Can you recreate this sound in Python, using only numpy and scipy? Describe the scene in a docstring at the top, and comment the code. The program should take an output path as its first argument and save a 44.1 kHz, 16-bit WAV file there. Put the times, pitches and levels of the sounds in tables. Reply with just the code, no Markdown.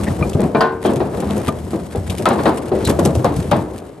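"""Split logs slide out of a tipped wheelbarrow and tumble onto the steel bed of a truck, outdoors.
Each impact excites the damped modes of log, bed and tray; some logs ring freely, and bare steel clangs.
The bed booms, struck by logs or wheelbarrow. Between impacts, friction makes the load rumble, rattle
and scrape, and bark fractures close to the microphone, over faint outdoor air."""
import sys
import numpy as np
from scipy import signal
from scipy.fft import rfft, irfft
from scipy.io import wavfile
from scipy.ndimage import uniform_filter1d, minimum_filter1d

SR = 44100
rng = np.random.default_rng(int(sys.argv[2]) if len(sys.argv) > 2 else 0)


def wav_record(signal):
    """Record a signal, one row per channel, as 16-bit PCM in the file named by sys.argv[1]."""
    frames = np.transpose(np.atleast_2d(signal))
    bounded = np.clip(frames, -1, 1)
    # unit amplitude maps onto the largest positive 16-bit level
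    quanta = np.round(bounded * 32767).astype(np.int16)
    wavfile.write(sys.argv[1], SR, quanta)


N = 176400

# landings: t/s, level/dB, main note f/Hz, relative deck thud/dB, relative clack/dB
LANDINGS = [(0.209, -10.5, 178, 8.5, -15), (.347, -10, 201, 11.5, -20), (.393, -6.5, 206.6, -2, -16),
            (.428, -14, 369, 7, -8), (.547, -2.5, 427, -9, -10), (.606, -10, 464, -3, 6.5),
            (.849, -5, 376, -12, -9.5), (.891, -8, 208, -15, -12), (1.002, -10.5, 370, -11, -9.5),
            (1.221, -15, 380, -14, -10), (1.299, -16.5, 226, 3, -9), (1.378, -16.5, 368, 8, -14),
            (1.477, -11, 263, 5, -11.5), (1.732, -12.5, 334.6, -13, -15), (1.948, -14, 387, -9, -14.5),
            (2.196, -18, 375, -19, -22), (2.255, -5, 630.5, -17, 2.5), (2.305, -5, 244, -38, -5.5),
            (2.388, -17.5, 576, -17, 3), (2.455, -1, 561, -19, -4), (2.716, -7.5, 375, -20, -14.5),
            (2.878, -10.5, 279, -2, -7.5), (2.895, -7, 275, 6, -12), (2.988, -4, 347, -12, -11),
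            (3.053, -4.5, 252.4, -18, -12), (3.152, -13, 315, -20, -27), (3.244, -3, 549, -2, -5.5),
            (3.515, -2.5, 587, -2, -4)]
# body, knock, clack, edge, crack: low f/Hz, high f/Hz, level/dB, rise/s, first T60/s, after-ring T60/s
IMPACT_BANDS = [(161.7, 385, -6.5, 0.00064, 0.28, 0.68), (339.8, 687, -8.5, 0.0027, 0.063, 0.59),
                (615, 1120, -2, 0.00064, 0.11, 0.45), (1230, 2010, -10.5, 0.00096, 0.08, 0.34),
                (2070, 4500, -11, 0.0012, 0.058, 0.26)]
# bending modes of a split log: ratio to the main note, level/dB, T60/s
LOG_MODES = [(0.999, 2, 0.15), (1.588, -7, 0.14), (2.03, -7, 0.097)]
# panel modes of bed and tray: f/Hz, level/dB, T60/s
PANEL_MODES = [(89.5, -16, 0.41), (139.1, -14.5, 0.63), (204, -24, 0.076), (378, -18, 0.59),
               (484, -8, 0.18), (658, -14.5, 0.33)]
# the deck yielding under a log: f/Hz, level/dB, T60/s
DECK_MODES = [(97, 1.5, 0.072), (148, -1.5, 0.11)]
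def log_impacts(after_ring_db=-1, crack_db=-6.5, bounce_s=.011, bounce_db=-4.5):
    """Impact excitation: log and panel modes ring; densely packed modes decay as bands of noise."""
    out = np.zeros((2, N))  # direct, scattered
    t = np.arange(SR // 2) / SR
    for s, db, hz, thud_db, clack_db in LANDINGS:
        tones_db = (0, 0, clack_db, clack_db + crack_db / 2, clack_db + crack_db)
        for (lo, hi, band_db, rise, short, long), tone_db in zip(IMPACT_BANDS, tones_db):
            envelope = (1 - np.exp(-t / rise)) * (decay(t, short) + amp(after_ring_db) * decay(t, long))
            burst = band(rng.standard_normal((2, len(t))) * envelope, lo, hi, 2 if hi < 2 * lo else 3)
            onset_rms = burst[:, :SR // 40].std(axis=1, keepdims=True)
            add(out, s, amp(db + tone_db + band_db) * burst / onset_rms)
        wood = [(hz * ratio, mode_db, t60) for ratio, mode_db, t60 in LOG_MODES]
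        add(out[0], s, amp(db) * (ring(wood + PANEL_MODES) + amp(thud_db) * ring(DECK_MODES)))
        # the far end lands just after the near end
        far_end_s = s + bounce_s * rng.uniform(.6, 1.4)
        detuned = [(f * rng.uniform(.7, 1.5), mode_db, t60) for f, mode_db, t60 in wood]
        add(out[0], far_end_s, amp(db + bounce_db) * ring(detuned))
    return out


# freely ringing logs: t/s, level/dB, lowest mode f/Hz, T60/s, relative upper modes/dB
FREE_LOGS = [(.226, -14.5, 1208, 0.059, 0.5), (.553, -16, 1196, 0.081, -2.5), (.608, -9, 4780, 0.026, -36),
             (1.486, -10.5, 1200, 0.065, -20), (2.258, 4.5, 1295, 0.047, -19)]
def ringing_logs():
    """Free vibration: a dry log rings in three inharmonic bending modes."""
    out = np.zeros(N)
    for s, db, hz, t60, upper_db in FREE_LOGS:
        modes = [(hz, 0, t60), (hz * 1.985, upper_db, t60), (hz * 3.4, upper_db - 22, t60 / 2)]
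        add(out, s, amp(db) * ring(modes))
    return out


# blows on bare steel: t/s, level/dB
STEEL_BLOWS = [(0.555, -18.5), (.609, -9)]
# modes of the steel: f/Hz, level/dB, T60/s
STEEL_MODES = [(373, -8.5, 0.84), (454, -5, 1), (1050, 3, 0.34), (1475, -3, 0.37), (1570, -12.5, 0.49),
               (1786, -12, 0.31)]
def steel_clangs():
    """Light damping: struck steel rings on in inharmonic modes."""
    out = np.zeros(N)
    for s, db in STEEL_BLOWS:
        add(out, s, amp(db) * ring(STEEL_MODES))
    return out


# low booms of the truck bed: t/s, level/dB, f/Hz
BED_BOOMS = [(0.44, -8, 172), (0.96, -8, 137), (1.974, -10.5, 98), (3.064, -5.5, 172), (3.168, -3.5, 117.6),
             (3.528, -7, 138)]
def bed_booms(t60=0.14, rise_s=0.0074, level_db=2):
    """Damped oscillation: struck by logs or wheelbarrow, the bed swings for a few low cycles."""
    out = np.zeros(N)
    t = np.arange(SR // 3) / SR
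    envelope = (1 - np.exp(-t / rise_s)) * decay(t, t60)
    for s, db, hz in BED_BOOMS:
        add(out, s, amp(db + level_db) * envelope * np.sin(2 * np.pi * hz * t))
    return out


# envelopes of the load rumbling, logs jostling and bark scraping: t/s, level/dB
RUMBLE_ENVELOPE = [(0, -20), (.46, -22.5), (.68, -34), (1.07, -28), (1.35, -23), (1.6, -31), (2.23, -23),
                   (2.8, -27), (2.88, -17), (3.53, -22.5), (4, -41)]
RATTLE_ENVELOPE = [(0, -17), (.5, -23.5), (.78, -27), (.88, -19.5), (1.37, -20), (1.6, -31), (2.1, -27),
                   (2.39, -16.5), (2.94, -21.5), (3.45, -22), (3.8, -26.5), (4, -34)]
SCRAPE_ENVELOPE = [(0, -38), (.46, -50.5), (.56, -43), (.8, -60), (.83, -37.5), (1.07, -43.5), (1.37, -45),
                   (1.58, -47), (2.05, -45.5), (2.26, -39.5), (2.54, -37), (2.68, -46), (2.92, -47.5),
                   (3.45, -41.5), (4, -56)]
# their spectra: f/Hz, level/dB
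RUMBLE_SPECTRUM = [(25, -40), (40, -16), (65, 4), (85, 8), (120, 2), (200, 4.5), (500, -36.5)]
RATTLE_SPECTRUM = [(100, -39), (230, 1.5), (380, 2.5), (650, -5), (1000, -11.5), (1800, -27.5), (8000, -56)]
BARK_SPECTRUM = [(700, 7), (1800, 5.5), (3500, 0), (6000, -4.5), (8500, 0.5), (12000, -2.5), (15000, -38)]
def sliding_load(lurch_db=2.5, stick_slip_db=2.5):
    """Friction noise: the load rumbles and rattles as it lurches; bark scrapes by stick and slip."""
    t = np.arange(N) / SR
    rumble_db = np.interp(t, *np.transpose(RUMBLE_ENVELOPE)) - .5
    rattle_db = np.interp(t, *np.transpose(RATTLE_ENVELOPE)) - 5
    scrape_db = np.interp(t, *np.transpose(SCRAPE_ENVELOPE)) + 2.5
    lurch = lurch_db * unit_rms(uniform_filter1d(rng.standard_normal(N), size=2600))
    rumble = colour(rng.standard_normal((2, N)), RUMBLE_SPECTRUM)
    rattle = colour(contacts(per_s=90, spread_db=3.5, t60=0.045, rub_db=4.5), RATTLE_SPECTRUM)
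    stick_slip = stick_slip_db * unit_rms(uniform_filter1d(rng.standard_normal(N), size=900))
    scrape = colour(contacts(per_s=450, spread_db=4.5, t60=0.024, rub_db=-16), BARK_SPECTRUM)
    return (amp(rumble_db + lurch) * unit_rms(rumble)
            + amp(rattle_db + lurch / 2) * unit_rms(rattle)
            + amp(scrape_db + stick_slip) * unit_rms(scrape))


# logs rolling, rubbing or briefly clinking: t/s, duration/s, level/dB, f/Hz
LOG_TONES = [(0.065, 0.027, -27.5, 1850), (0.842, 0.058, -35, 3220), (1.226, 0.24, -22, 203),
             (2.731, 0.13, -20, 381), (2.841, 0.035, -27, 4030)]
def log_tones(half_width=0.032):
    """Resonance: a log that rolls, rubs or briefly clinks sounds on one narrow pitch."""
    out = np.zeros(N)
    for s, length, db, hz in LOG_TONES:
        resonance = band(rng.standard_normal(SR), hz * np.exp(-half_width), hz * np.exp(half_width), 1)
        steady = resonance[-int(length * SR):]
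        add(out, s, amp(db) * unit_rms(steady) * signal.windows.tukey(len(steady)))
    return out


# bark snapping: t/s, level/dB, relative lower treble/dB
BARK_SNAPS = [(0.294, -29.5, -5), (0.3308, -32, 8), (0.609, -26.5, -8), (0.859, -30, 8), (0.9318, -34, 2),
              (0.958, -31.5, 2.5), (1.202, -31, 3), (1.305, -29, 7), (1.3783, -32.5, -12),
              (1.481, -23, 5.5), (2.0977, -23.5, 7.5), (2.1815, -27, 4.5), (2.2557, -15, 13.5),
              (2.287, -22.5, -19), (2.4552, -22.5, 14.5), (2.8509, -21.5, 0), (2.893, -22, -4),
              (2.9904, -24, -28.5), (3.051, -15, -2), (3.1506, -26, 0), (3.2444, -23.5, -3),
              (3.3628, -29.5, -5), (3.512, -24, 12), (3.779, -34, 2)]
def bark_snaps(level_db=-3, spread_db=7, decay_s=.008, echo_db=-22, echo_t60=.25):
    """Brittle fracture: bark breaks in a quick cluster of tiny cracks, reflected by the side walls."""
    out = np.zeros((2, N))
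    t = np.arange(SR // 3) / SR
    for s, db, lower_db in BARK_SNAPS:
        sizes_db = spread_db * np.minimum(rng.exponential(1, len(t)), 2.5)
        cracks = unit_rms(amp(np.repeat(sizes_db, 40)[:len(t)]))
        envelope = cracks * np.exp(-t / decay_s) + amp(echo_db) * decay(t, echo_t60)
        noise = rng.standard_normal((2, len(t))) * envelope
        lower_treble = band(noise * rng.choice([-1, 1], len(t)), 2170, 3880, order=2)
        burst = band(noise, 4800, 12600, order=2) + amp(lower_db) * lower_treble
        onset_rms = burst[:, :SR // 80].std(axis=1, keepdims=True)
        add(out, s, amp(db + level_db) * burst / onset_rms)
    return out


# bark crushed under a sliding log: t/s, duration/s, level/dB
BARK_CRUNCHES = [(0.4, 0.079, -35.5), (0.816, 0.054, -36.5), (1.43, 0.065, -35), (2.14, 0.088, -40.5),
                 (2.872, .045, -23)]
def bark_crunches():
    """Progressive fracture: crushed bark gives way in a dense run of splinters."""
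    out = np.zeros((2, N))
    for s, length, db in BARK_CRUNCHES:
        splinters = contacts(per_s=300, spread_db=4.5, t60=.006, rub_db=-12, size=int(length * SR))
        add(out, s, amp(db) * unit_rms(colour(splinters, BARK_SPECTRUM)))
    return out


# outdoor air: f/Hz, level/dB
AIR_SPECTRUM = [(30, 0), (350, 5), (2000, -21), (12000, -48)]
def outdoor_air(level_db=-41):
    """Stationary noise: a faint, low hush."""
    return amp(level_db) * unit_rms(colour(rng.standard_normal((2, N)), AIR_SPECTRUM))


def ring(modes, rise_s=0.00026):
    """Modal superposition: damped sinusoids of alternating sign."""
    t = np.arange(SR * 3 // 4) / SR
    partials = (amp(db) * decay(t, t60) * np.sin(2 * np.pi * hz * t) * (-1) ** k
                for k, (hz, db, t60) in enumerate(modes))
    return sum(partials) * (1 - np.exp(-t / rise_s))


def contacts(per_s, spread_db, t60, rub_db, size=N):
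    """Poisson process: random small contacts, each a noise burst, over a smooth rub."""
    hits = (rng.random(size) < per_s / SR) * amp(spread_db * np.minimum(rng.exponential(1, size), 4))
    envelope = signal.oaconvolve(hits, decay(np.arange(SR // 8) / SR, t60))[:size]
    return rng.standard_normal((2, size)) * (unit_rms(envelope) + amp(rub_db))


def decay(t, t60):
    """Exponential decay, 60 dB in t60 seconds."""
    return np.exp(-np.log(1000) * t / t60)


def amp(db):
    """Decibels to amplitude ratio."""
    return 10 ** (np.asarray(db) / 20)


def unit_rms(x):
    """Normalisation to rms 1."""
    return x / np.sqrt(np.mean(x ** 2, axis=-1, keepdims=True) + 1e-20)


def curve(points, hz):
    """Interpolation on a log-frequency axis."""
    f, value = np.transpose(points)
    return np.interp(np.log(hz + 1), np.log(f + 1), value)


def add(mix, s, sound):
    """Superposition of a sound starting at s seconds."""
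    part = mix[..., round(s * SR):][..., :sound.shape[-1]]
    part += sound[..., :part.shape[-1]]


def band(x, lo_hz, hi_hz, order):
    """Causal band-pass."""
    return signal.sosfilt(signal.butter(order, [lo_hz, hi_hz], "band", fs=SR, output="sos"), x)


def colour(x, spectrum, size=4096):
    """Causal filter: its phase is the Hilbert transform of its log gain."""
    log_gain = np.log(amp(curve(spectrum, abs(np.fft.fftfreq(size, 1 / SR)))))
    taps = np.fft.ifft(np.exp(np.conj(signal.hilbert(log_gain)))).real
    return signal.oaconvolve(x, taps[None, :size // 2], axes=1)[:, :x.shape[1]]


# gain of the scattered sound: f/Hz, level/dB
SCATTER_GAIN = [(60, -26), (150, -17), (500, -8), (1200, -5), (8000, -11.5)]
# left port relative to right: f/Hz, level/dB
LEVEL_DIFFERENCE = [(60, 0.83), (500, 2.85), (1200, 1.5), (4200, 4.8), (9000, .3)]
# lead of the left port: f/Hz, phase/rad
PHASE_DIFFERENCE = [(0, 0), (1500, 0), (3200, .7), (7600, 1.1), (9200, -1.5), (12000, -6.2)]
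def microphone_pair(direct, scattered):
    """Sum and difference: two ports share the direct sound and differ in what the walls scatter."""
    hz = np.fft.rfftfreq(N, 1 / SR)
    mid = rfft(direct)
    side = rfft(scattered) * amp(curve(SCATTER_GAIN, hz))
    lean = amp(curve(LEVEL_DIFFERENCE, hz) / 2) * np.exp(.5j * curve(PHASE_DIFFERENCE, hz))
    return irfft(np.array([(mid + side) * lean, (mid - side) / lean]), N)


def scene():
    """Superposition: the tumbling load over faint outdoor air."""
    air = outdoor_air()
    direct, scattered = amp(-4.5) * log_impacts() + bark_snaps() + bark_crunches() + sliding_load() + air
    direct += ringing_logs() + steel_clangs() + bed_booms() + log_tones()
    return microphone_pair(direct, scattered)


# microphone response: f/Hz, level/dB
MIC_RESPONSE = [(20, -15), (55, -0.5), (9300, -1.5), (9850, 6), (10250, -10), (10750, 3), (11600, -2.5),
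                (12500, -11), (13400, -24)]
def record(dry, threshold_db=-13, squeeze=0.36, recovery_db_per_s=25, ceiling=.92, cutoff_hz=15900):
    """Compression: after the microphone, gain ducks on loud blows; peaks and bandwidth are limited."""
    x = colour(dry, MIC_RESPONSE)
    power_db = 10 * np.log10(abs(uniform_filter1d((x ** 2).mean(0), size=500)) + 1e-12)
    recovery_db = np.arange(N) * recovery_db_per_s / SR
    held_db = np.maximum.accumulate(power_db + recovery_db) - recovery_db
    over_db = np.maximum(held_db - threshold_db, 0)
    x = x / amp(squeeze * uniform_filter1d(over_db, size=200))
    limiter_gain = np.minimum(1, ceiling / (abs(x).max(0) + 1e-9))
    x = x * uniform_filter1d(minimum_filter1d(limiter_gain, size=200), size=200)
    low_pass = signal.firwin(511, cutoff_hz, window=("kaiser", 9), fs=SR)
    return signal.oaconvolve(x, low_pass[None], "same")


dry = scene()
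out = record(dry)
wav_record(out)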